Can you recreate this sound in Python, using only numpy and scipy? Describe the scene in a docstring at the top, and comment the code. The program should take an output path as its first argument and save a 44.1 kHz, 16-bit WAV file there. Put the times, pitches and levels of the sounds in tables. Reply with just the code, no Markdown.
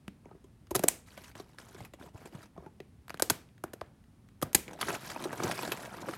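"""Scissors trim the stiff plastic strapping of a woven bag, close by in a small room.
In three bouts of cutting, strips split in runs of cracks: noise bursts through steel resonances, plus ringing
bending modes. The steel blades clack shut as short damped modes. Between cuts loose strips slide (filtered
grains) and tap (scuff and ring); at the end the bag is turned over and rustles. A low rumble lies beneath."""
import sys
import numpy as np
from scipy import signal
from scipy.fft import rfft, irfft
from scipy.io import wavfile

SR = 44100
rng = np.random.default_rng(int(sys.argv[2]) if len(sys.argv) > 2 else 0)


def inscribe(sig):
    """Save sig as 16-bit PCM at rate SR to the path in sys.argv[1].

    A 1-D sig is mono; a 2-D sig holds one channel per row.
    Samples are clipped to [-1, 1] before scaling.
    """
    pcm = np.round(np.clip(np.atleast_2d(sig).T, -1, 1) * 32767)
    wavfile.write(sys.argv[1], SR, pcm.astype(np.int16))


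N = 272097
TIME = np.arange(N) / SR
CUTOFF_HZ = 16100


def from_db(db):
    """Decibels to amplitude gain."""
    return 10 ** (np.asarray(db) / 20)


def rms_one(x):
    """Scale to rms 1."""
    return x / np.sqrt(np.mean(x ** 2) + 1e-20)


def at_hz(points, hz):
    """Interpolate a table on a log-frequency axis."""
    known_hz, values = np.transpose(points)
    return np.interp(np.log(np.maximum(hz, 1)), np.log(known_hz), values)


def add(out, start_s, sound):
    """Mix a sound in at start_s."""
    start = int(start_s * SR)
    out[start:start + len(sound)] += sound[:N - start]


def coloured(x, spectrum, size=4096):
    """Causal minimum-phase filter with the given spectrum and unit power gain."""
    gain = from_db(at_hz(spectrum, np.fft.rfftfreq(size, 1 / SR)))
    cepstrum = irfft(np.log(gain))
    # fold the cepstrum onto positive time: minimum phase
    cepstrum[1:size // 2] *= 2
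    cepstrum[size // 2 + 1:] = 0
    response = irfft(np.exp(rfft(cepstrum)))
    return signal.fftconvolve(x, response / np.linalg.norm(response))[:len(x)]


def drift(knots_per_s):
    """Smooth random wander of rms 1."""
    knots = rng.standard_normal(N // 20)
    return rms_one(np.interp(TIME * knots_per_s, np.arange(len(knots)), knots))


def ring(hz, t60_s, delay_s=0, size=8192):
    """One struck mode: a sine under an exponential decay from height 1."""
    t = np.maximum(TIME[:size] - delay_s, 0)
    return np.sin(2 * np.pi * hz * t) * from_db(-60 * t / t60_s)


def resonate(x, resonances):
    """A sound together with the resonances that it stirs up."""
    out = x
    for hz, width_hz, db in resonances:
        b, a = signal.iirpeak(hz, hz / width_hz, fs=SR)
        out = out + from_db(db) * signal.lfilter(b, a, x)
    return out


def tinted(burst, tint_db, quality, count=3):
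    """Each contact catches a few short lengths of strip that lend it a colour of their own; energy kept."""
    pitches_hz = np.exp(rng.uniform(np.log(1500), np.log(12000), count))
    out = resonate(burst, [(hz, hz / quality, tint_db) for hz in pitches_hz])
    return out * np.linalg.norm(burst) / np.linalg.norm(out)


def fracture(snap_s, tear_s, tear_db, size=1024):
    """A sudden break, then a few milliseconds of tearing fibres; rms 1 over a millisecond."""
    t = TIME[:size]
    envelope = np.exp(-t / snap_s) + from_db(tear_db) * np.exp(-t / tear_s)
    burst = rng.standard_normal(size) * envelope
    burst[0] += 4.0
    return burst * np.sqrt(SR / 1000) / np.linalg.norm(burst)


def grains(per_s, spread_db):
    """Random tiny slips of uneven size and either sign."""
    sizes = from_db(spread_db * np.minimum(rng.exponential(1, N), 4))
    signs = rng.choice([-1, 1], N)
    return sizes * signs * (rng.random(N) < per_s / SR)


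def crinkles(per_s, spread_db, cycles, low_hz, high_hz, count=22):
    """Slips ring short stretches of strip at log-spaced pitches, weighted for a flat spectrum; rms 1."""
    out = 0
    for hz in np.geomspace(low_hz, high_hz, count):
        clicks = grains(per_s / count * (hz / 1000) ** .3, spread_db)
        ringing = signal.oaconvolve(clicks, ring(hz, cycles / hz))[:N]
        out = out + np.sqrt(hz) * rms_one(ringing)
    return rms_one(out)


# bending modes of a strip. Each row: multiple of its pitch, relative level in dB, t60 in cycles at damping 1
STRIP_MODES = [(.22, -19, 5.9), (.4, -7.5, 4.7), (.72, -7, 4.4), (1, 2.5, 7.3), (1.3, -1, 2.6),
               (1.8, -2.5, 7.2), (2.6, -7, 21), (3.7, -11, 7.1), (5.4, -22, 4.6), (7.6, -20.5, 7.9)]
BEND_DELAY_S = 0.00064  # at 1 kHz, longer below


def strip_ring(pitch_hz, damping, spread_db, detune):
    """A strip flexes in its bending modes, which disperse so that the low ones arrive last; peak 1."""
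    out = 0
    for k, (ratio, db, cycles) in enumerate(STRIP_MODES):
        stretch = np.exp(detune * rng.normal() * np.log(ratio))
        hz = min(pitch_hz * ratio * stretch, CUTOFF_HZ)
        t60_s = cycles / (hz * damping)
        delay_s = BEND_DELAY_S * np.sqrt(1000 / hz)
        # the faster-decaying copy makes the mode swell in
        swing = ring(hz, t60_s, delay_s) - ring(hz, t60_s * .13, delay_s)
        out = out + (-1) ** k * from_db(db + spread_db * rng.normal()) * swing
    return out / np.abs(out).max()


# spectrum of the rumble. Each row: frequency in Hz, relative density in dB per Hz
FLOOR_COLOUR = [(15, -50), (25, -8.5), (70, 0), (111, -0.5), (161, -4.5), (217, -4.5), (476, -22),
                (988, -26.5), (1700, -31), (3430, -36), (7710, -41), (9320, -37.5), (13200, -45),
                (16000, -48)]
FLOOR_DB = -59


def room_floor():
    """The low rumble of the room: steady noise, mostly bass."""
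    return from_db(FLOOR_DB) * rms_one(coloured(rng.standard_normal(N), FLOOR_COLOUR))


# spectrum of the reverberation. Each row: frequency in Hz, relative level in dB
ROOM_COLOUR = [(60, 3), (200, 3.5), (450, 1.5), (1000, -2.5), (2200, 1.5), (4500, -2.5), (7700, -4),
               (12000, -3), (16000, -8)]
# decay of the room. Each row: frequency in Hz, t60 in s
ROOM_T60 = [(150, 0.38), (1500, 0.35), (8000, 0.3), (16000, 0.19)]


def room(x, wet_db, build_s, count=14):
    """Echoes from all sides merge into a smooth wash: each band stores the sound's power and lets it die."""
    out, edges_hz = 0, np.geomspace(60, 14500, count)
    swell = np.exp(-1 / (build_s * SR))
    for low_hz, high_hz in zip(edges_hz, edges_hz[1:]):
        band = signal.butter(2, [low_hz, high_hz], "band", fs=SR, output="sos")
        hz = np.sqrt(low_hz * high_hz)
        keep = from_db(-120 / (at_hz(ROOM_T60, hz) * SR))  # acts on power, hence 120
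        sound = signal.sosfilt(band, x + 1e-9 * rng.standard_normal(N))
        stored = signal.lfilter([1 - keep], [1, -keep], sound ** 2)
        power = signal.lfilter([1 - swell], [1, -swell], stored)
        wash = rms_one(signal.sosfilt(band, rng.standard_normal(N)))
        out = out + from_db(wet_db + at_hz(ROOM_COLOUR, hz)) * np.sqrt(power) * wash
    return out


# first echoes off the bag and the table. Each row: delay in s, level in dB
NEAR_ECHOES = [(.0013, -26), (.0031, -19)]


def near_echoes(x):
    """Close surfaces answer within milliseconds, thickening each click."""
    out = x
    for delay_s, db in NEAR_ECHOES:
        delayed = np.concatenate([np.zeros(int(delay_s * SR)), x])[:N]
        out = out + from_db(db) * delayed
    return out


# the woven wall springs back or is nudged. Each row: start in s, relative level in dB, pitch in Hz
THUMPS = [(.081, -31, 199), (0.837, -27.5, 144.7), (1.811, -34, 124), (2.147, -33.5, 109),
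          (2.349, -31.5, 155.4), (3.308, -25, 169), (4.551, -21.5, 188), (5.446, -28, 166)]


def bag_wall():
    """The wide woven wall gives a short dull thump: one low damped mode."""
    out = np.zeros(N)
    for start_s, db, hz in THUMPS:
        add(out, start_s, from_db(db) * ring(hz, t60_s=0.048))
    return out


# the bag is turned over. Each row: time in s, relative flexing of the weave in dB,
# relative sliding of strip on strip in dB
TURNING = [(4.98, -58, -73), (5.028, -51, -47.5), (5.194, -46, -55), (5.35, -42.5, -57), (5.456, -39, -47),
           (5.566, -44.5, -48.5), (5.646, -40.5, -48.5), (5.828, -47, -55.5), (5.966, -46, -61.5),
           (6.17, -47.5, -55.5)]
TURN_FLEX_DB, TURN_SLIDE_DB = 2.5, 3  # added to the rows above
# the hand pushes the strips along. Each row: start in s, time to release in s,
# relative flexing of the weave in dB, relative sliding of strip on strip in dB
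STROKES = [(0.221, 0.14, -61, -96), (1.057, 0.24, -61, -58.5), (1.344, 0.071, -53, -56.5),
           (1.443, 0.11, -66, -71), (1.572, 0.15, -57.5, -61.5), (1.73, 0.13, -53.5, -63),
           (1.98, 0.091, -53.5, -62.5), (2.128, 0.15, -56, -64), (2.303, 0.14, -53, -61.5),
           (2.543, 0.13, -57, -79), (4.658, 0.15, -48, -67.5), (4.786, 0.089, -44, -49.5),
           (4.877, 0.079, -34.5, -40), (5.421, 0.056, -36.5, -51)]
STROKE_ATTACK_S, STROKE_RELEASE_S = 0.023, 0.0324


def handling():
    """How hard the weave flexes and the strips slide, as gains: short strokes plus the long turn."""
    turn_s, flexing_db, sliding_db = np.transpose(TURNING)
    flex = np.interp(TIME, turn_s, from_db(flexing_db + TURN_FLEX_DB), left=0)
    slide = np.interp(TIME, turn_s, from_db(sliding_db + TURN_SLIDE_DB), left=0)
    for start_s, length_s, flexing_db, sliding_db in STROKES:
        attack = np.clip((TIME - start_s) / STROKE_ATTACK_S, 0, 1)
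        release = np.clip(1 - (TIME - start_s - length_s) / STROKE_RELEASE_S, 0, 1)
        flex = flex + from_db(flexing_db) * attack * release
        slide = slide + from_db(sliding_db) * attack * release
    return flex, slide


# spectra of flexing and of sliding. Each row: frequency in Hz, relative density in dB per Hz
WEAVE_COLOUR = [(50, -11.5), (130, 9.5), (300, 6.5), (800, 4.5), (1500, -0.5), (2500, -12.5), (4500, -32.5),
                (9000, -28), (16000, -12)]
SLIDE_COLOUR = [(200, -17), (1000, 8), (2500, 1), (5000, -2.5), (8000, -5.5), (12000, -5.5), (15500, -15.5)]  # also colours the scuffs of taps


def rustle(flex, slide):
    """The weave crinkles in clumped slips while ribbed strips slide with a fine gritty hiss."""
    creaks = crinkles(per_s=900, spread_db=3.5, cycles=12.8, low_hz=59.3, high_hz=5320)
    creaks = creaks * from_db(2 * drift(knots_per_s=45))
    hiss = rms_one(grains(per_s=6000, spread_db=-2.5))
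    # edges catch and let go with tiny high ticks
    catches = crinkles(per_s=900, spread_db=4, cycles=32, low_hz=1300, high_hz=14500, count=34)
    grit = (hiss + 1.2 * catches) * from_db(2.2 * drift(knots_per_s=60))
    weave = from_db(-2.5) * flex * rms_one(coloured(creaks, WEAVE_COLOUR))
    sliding = from_db(-0.5) * slide * rms_one(coloured(grit, SLIDE_COLOUR))
    return weave + sliding


STRAY_PEAK_DB, STRAY_EDGE_DB = 8.5, 5.5  # knock above the flexing, scuff above the sliding
STRAY_SCATTER_DB = 0.5
STRAY_LOW_HZ, STRAY_HIGH_HZ = 505, 1314


def stray_taps(flex, slide, count=90):
    """Chance taps, as strong as the handling at that moment: rows like those of TAPS."""
    moments, pitches = rng.random((count, 2)).T
    scatters_db = STRAY_SCATTER_DB * np.clip(rng.standard_normal((count, 2)), -2, 2)
    rows = []
    for i, pitch, (peak_db, edge_db) in zip((moments * N).astype(int), pitches, scatters_db):
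        if flex[i] > 0:
            pitch_hz = STRAY_LOW_HZ * (STRAY_HIGH_HZ / STRAY_LOW_HZ) ** pitch
            knock_db = 20 * np.log10(flex[i]) + STRAY_PEAK_DB + peak_db
            scuff_db = 20 * np.log10(slide[i]) + STRAY_EDGE_DB + edge_db
            rows.append((i / SR, knock_db, pitch_hz, scuff_db))
    return rows


# the clearest taps of loose strips on each other. Each row: start in s, relative knock peak in dB,
# pitch in Hz, relative level of the treble edge in dB
TAPS = [(0.256, -36, 406, -85), (0.312, -38, 404, -82), (0.348, -41, 400, -81), (0.442, -41, 397, -64),
        (1.176, -33, 534, -49), (1.238, -56, 616, -54), (1.353, -35, 597, -53), (1.398, -28.5, 399, -48.5),
        (1.585, -27, 1676, -52), (1.746, -37, 390, -54), (1.804, -30.5, 800, -55), (1.849, -55, 620, -48),
        (1.936, -33, 558, -52), (2.061, -40, 417, -64), (2.256, -35, 374, -49), (2.577, -28.5, 389.7, -67),
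        (2.623, -39.5, 382, -74.5), (2.662, -31, 380, -67.5), (2.801, -31, 384.5, -89),
        (4.68, -28, 2200, -53), (4.71, -38, 900, -55), (4.732, -34.5, 826, -48.5), (4.812, -23, 1690, -28),
        (4.828, -14, 1190, -60), (4.884, -18, 1036, -40), (5.161, -22, 907, -64), (5.24, -40, 417, -36.5),
        (5.254, -22, 375, -60), (5.329, -22.5, 656, -46), (5.401, -17, 688, -54), (5.435, -22, 360, -32.5),
        (5.513, -18.5, 1490, -36), (5.59, -18, 930, -56), (5.631, -19.5, 940, -41),
        (5.719, -22, 610, -28.5), (5.944, -31, 930, -56), (6.085, -23, 527, -49.5),
        (6.136, -23.5, 1270, -59)]


def taps(rows, scuff_s, size=2048):
    """Free strip ends flick against the weave: a short dry scuff, and the strip rings."""
    scuffs, knocks = np.zeros(N), np.zeros(N)
    for start_s, peak_db, pitch_hz, edge_db in rows:
        scuff = rng.standard_normal(size) * np.exp(-TIME[:size] / scuff_s)
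        add(scuffs, start_s, from_db(edge_db) * tinted(scuff, tint_db=7, quality=12))
        knock = strip_ring(pitch_hz, damping=0.35, spread_db=4, detune=0.178)
        add(knocks, start_s, from_db(peak_db) * knock)
    return from_db(1.5) * coloured(scuffs, SLIDE_COLOUR) + from_db(-5.5) * knocks


# the blades tick as they shift on the strip. Each row: start in s, relative level in dB
BLADE_TICKS = [(0.67, -52.5), (1.353, -44), (2.803, -42.5), (3.489, -60), (3.5795, -54), (3.68, -60),
               (3.862, -59), (4.04, -61.5), (4.288, -53.5)]
# spectrum of the ticks. Each row: frequency in Hz, relative density in dB per Hz
TICK_COLOUR = [(200, -8), (1200, 10.5), (2800, 8.5), (5000, -3.5), (9000, -12), (15500, -12)]
# the steel colours ticks and cracks. Each row: frequency in Hz, width in Hz, level in dB
STEEL_RESONANCES = [(1954, 140, -3), (4040, 160, -1.5), (4930, 150, -0.5), (6350, 79, 0), (6600, 170, 2.5),
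                    (8590, 260, -13.5)]


def blade_ticks():
    """Small dull ticks of steel on plastic as the scissors find their place: bursts through the steel."""
    out = np.zeros(N)
    for start_s, db in BLADE_TICKS:
        add(out, start_s, from_db(db) * fracture(snap_s=0.0004, tear_s=0.0031, tear_db=1))
    return resonate(coloured(out, TICK_COLOUR), STEEL_RESONANCES)


# the blades clack together. Each row: start in s, relative level in dB,
# pitch ratio set by where along the edge they meet
CLACKS = [(0.8854, 4.5, 1.0), (3.223, -9.5, 0.71), (3.2996, -6, 0.58), (4.5498, 3.5, 0.99)]
# steel blades. Each row: frequency in Hz at pitch ratio 1, relative level in dB, t60 in s
BLADE_MODES = [(2550, -25, 0.01), (7870, -8, 0.0046), (8600, -17.5, 0.012), (10640, -10, 0.0019)]


def blades():
    """The blades meet as the strip gives way; the hand damps their modes at once."""
    out = np.zeros(N)
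    for start_s, level_db, pitch in CLACKS:
        for hz, db, t60_s in BLADE_MODES:
            add(out, start_s, from_db(level_db + db) * ring(pitch * hz, t60_s))
    return out


# the strip splits between the blades. Each row: start in s, ribs that part, relative crack level in dB,
# relative flex level in dB, pitch at the first rib in Hz
CRACKS = [(0.0799, 1, -47.5, -34.5, 1730), (0.7085, 2, -40.5, -34, 365), (0.7139, 1, -40, -32.5, 368),
          (0.7481, 1, -33, -28, 460), (0.7512, 6, -21, -26, 447), (0.794, 1, -27.5, -27.5, 370),
          (0.8282, 1, -42, -41, 493), (0.8365, 2, -27, -21.5, 667), (0.8825, 2, -19, -28.5, 720),
          (3.0813, 1, -50, -40.5, 1632), (3.0958, 1, -46, -35, 1700), (3.1038, 1, -44, -30.5, 1290),
          (3.1429, 1, -46.5, -31.5, 1560), (3.1734, 1, -51, -43.5, 1550), (3.1969, 2, -35, -28, 1380),
          (3.2228, 1, -14.5, -21, 556), (3.3002, 3, -18.5, -20.5, 1500), (3.6386, 2, -38, -26.5, 484),
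          (3.7343, 2, -41, -37, 726), (3.812, 2, -55.5, -34.5, 1420), (4.4165, 1, -38, -35.5, 1202),
          (4.425, 2, -31, -26, 770), (4.5313, 1, -34.5, -56, 1490), (4.5475, 2, -13.5, -27.5, 507)]
# ribs part one after another, a little weaker each on average, with chance differences in strength
RIB_GAP_S, RIB_LOSS_DB, RIB_SCATTER_DB = 0.0024, 0.72, 4.2
# the freed tongue lengthens: its pitch nears that of a loose strip, keeping this share of the gap per rib
LOOSE_STRIP_HZ, PITCH_GAP_KEPT = 362, 0.25


def ribs():
    """Unroll every split into its run of parting ribs: start s, crack dB, flex dB, pitch Hz."""
    for start_s, count, crack_db, flex_db, first_hz in CRACKS:
        for k in range(int(round(count))):
            change_db = RIB_SCATTER_DB * rng.normal() * (k > 0) - RIB_LOSS_DB * k
            pitch_hz = LOOSE_STRIP_HZ + (first_hz - LOOSE_STRIP_HZ) * PITCH_GAP_KEPT ** k
            yield start_s + k * RIB_GAP_S, crack_db + change_db, flex_db + change_db, pitch_hz


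# spectrum of the snaps. Each row: frequency in Hz, relative density in dB per Hz
CRACK_COLOUR = [(100, -8), (500, 0), (1500, -2.5), (3300, -5), (5200, -6), (8000, -4), (11500, 0.5),
                (14000, -4.5), (16500, -23)]


def cuts():
    """Each crack is a bright snap through the steel and a hollow knock of the released strip."""
    snaps, knocks = np.zeros(N), np.zeros(N)
    for start_s, crack_db, flex_db, pitch_hz in ribs():
        snap = tinted(fracture(snap_s=0.0001, tear_s=0.0043, tear_db=-7.0), tint_db=-3.0, quality=14)
        knock = strip_ring(pitch_hz, damping=0.87, spread_db=5, detune=0.2)
        add(snaps, start_s, from_db(crack_db) * snap)
        add(knocks, start_s, from_db(flex_db) * knock)
    steely = resonate(coloured(snaps, CRACK_COLOUR), STEEL_RESONANCES)
    return from_db(-1.0) * steely + from_db(2.0) * knocks


# the hollow of the bag. Each row: frequency in Hz, width in Hz, level in dB
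BAG_RESONANCES = [(343, 72, -8), (697, 51, -14)]


def scene():
    """Scissors and bag near the microphone, over the low rumble of the room."""
    flex, slide = handling()
    scissors = cuts() + blades() + blade_ticks()
    bag = bag_wall() + rustle(flex, slide)
    bag = bag + taps(list(TAPS) + stray_taps(flex, slide), scuff_s=0.0069)
    near = near_echoes(resonate(scissors + bag, BAG_RESONANCES))
    # thin strips radiate little bass
    near = signal.sosfilt(signal.butter(2, 60, "high", fs=SR, output="sos"), near)
    rumble = room_floor()
    return (near + room(near, wet_db=-15, build_s=0.001) + rumble)[None]


def record(dry):
    """The microphone sheds the deep bass, clips the highest peaks, and the top is cut."""
    lean = signal.sosfilt(signal.butter(4, 40, "high", fs=SR, output="sos"), dry)
    held = np.clip(lean, -.76, .76)
    return signal.sosfilt(signal.ellip(8, .3, 70, CUTOFF_HZ, fs=SR, output="sos"), held)


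dry = scene()
out = record(dry)
inscribe(out)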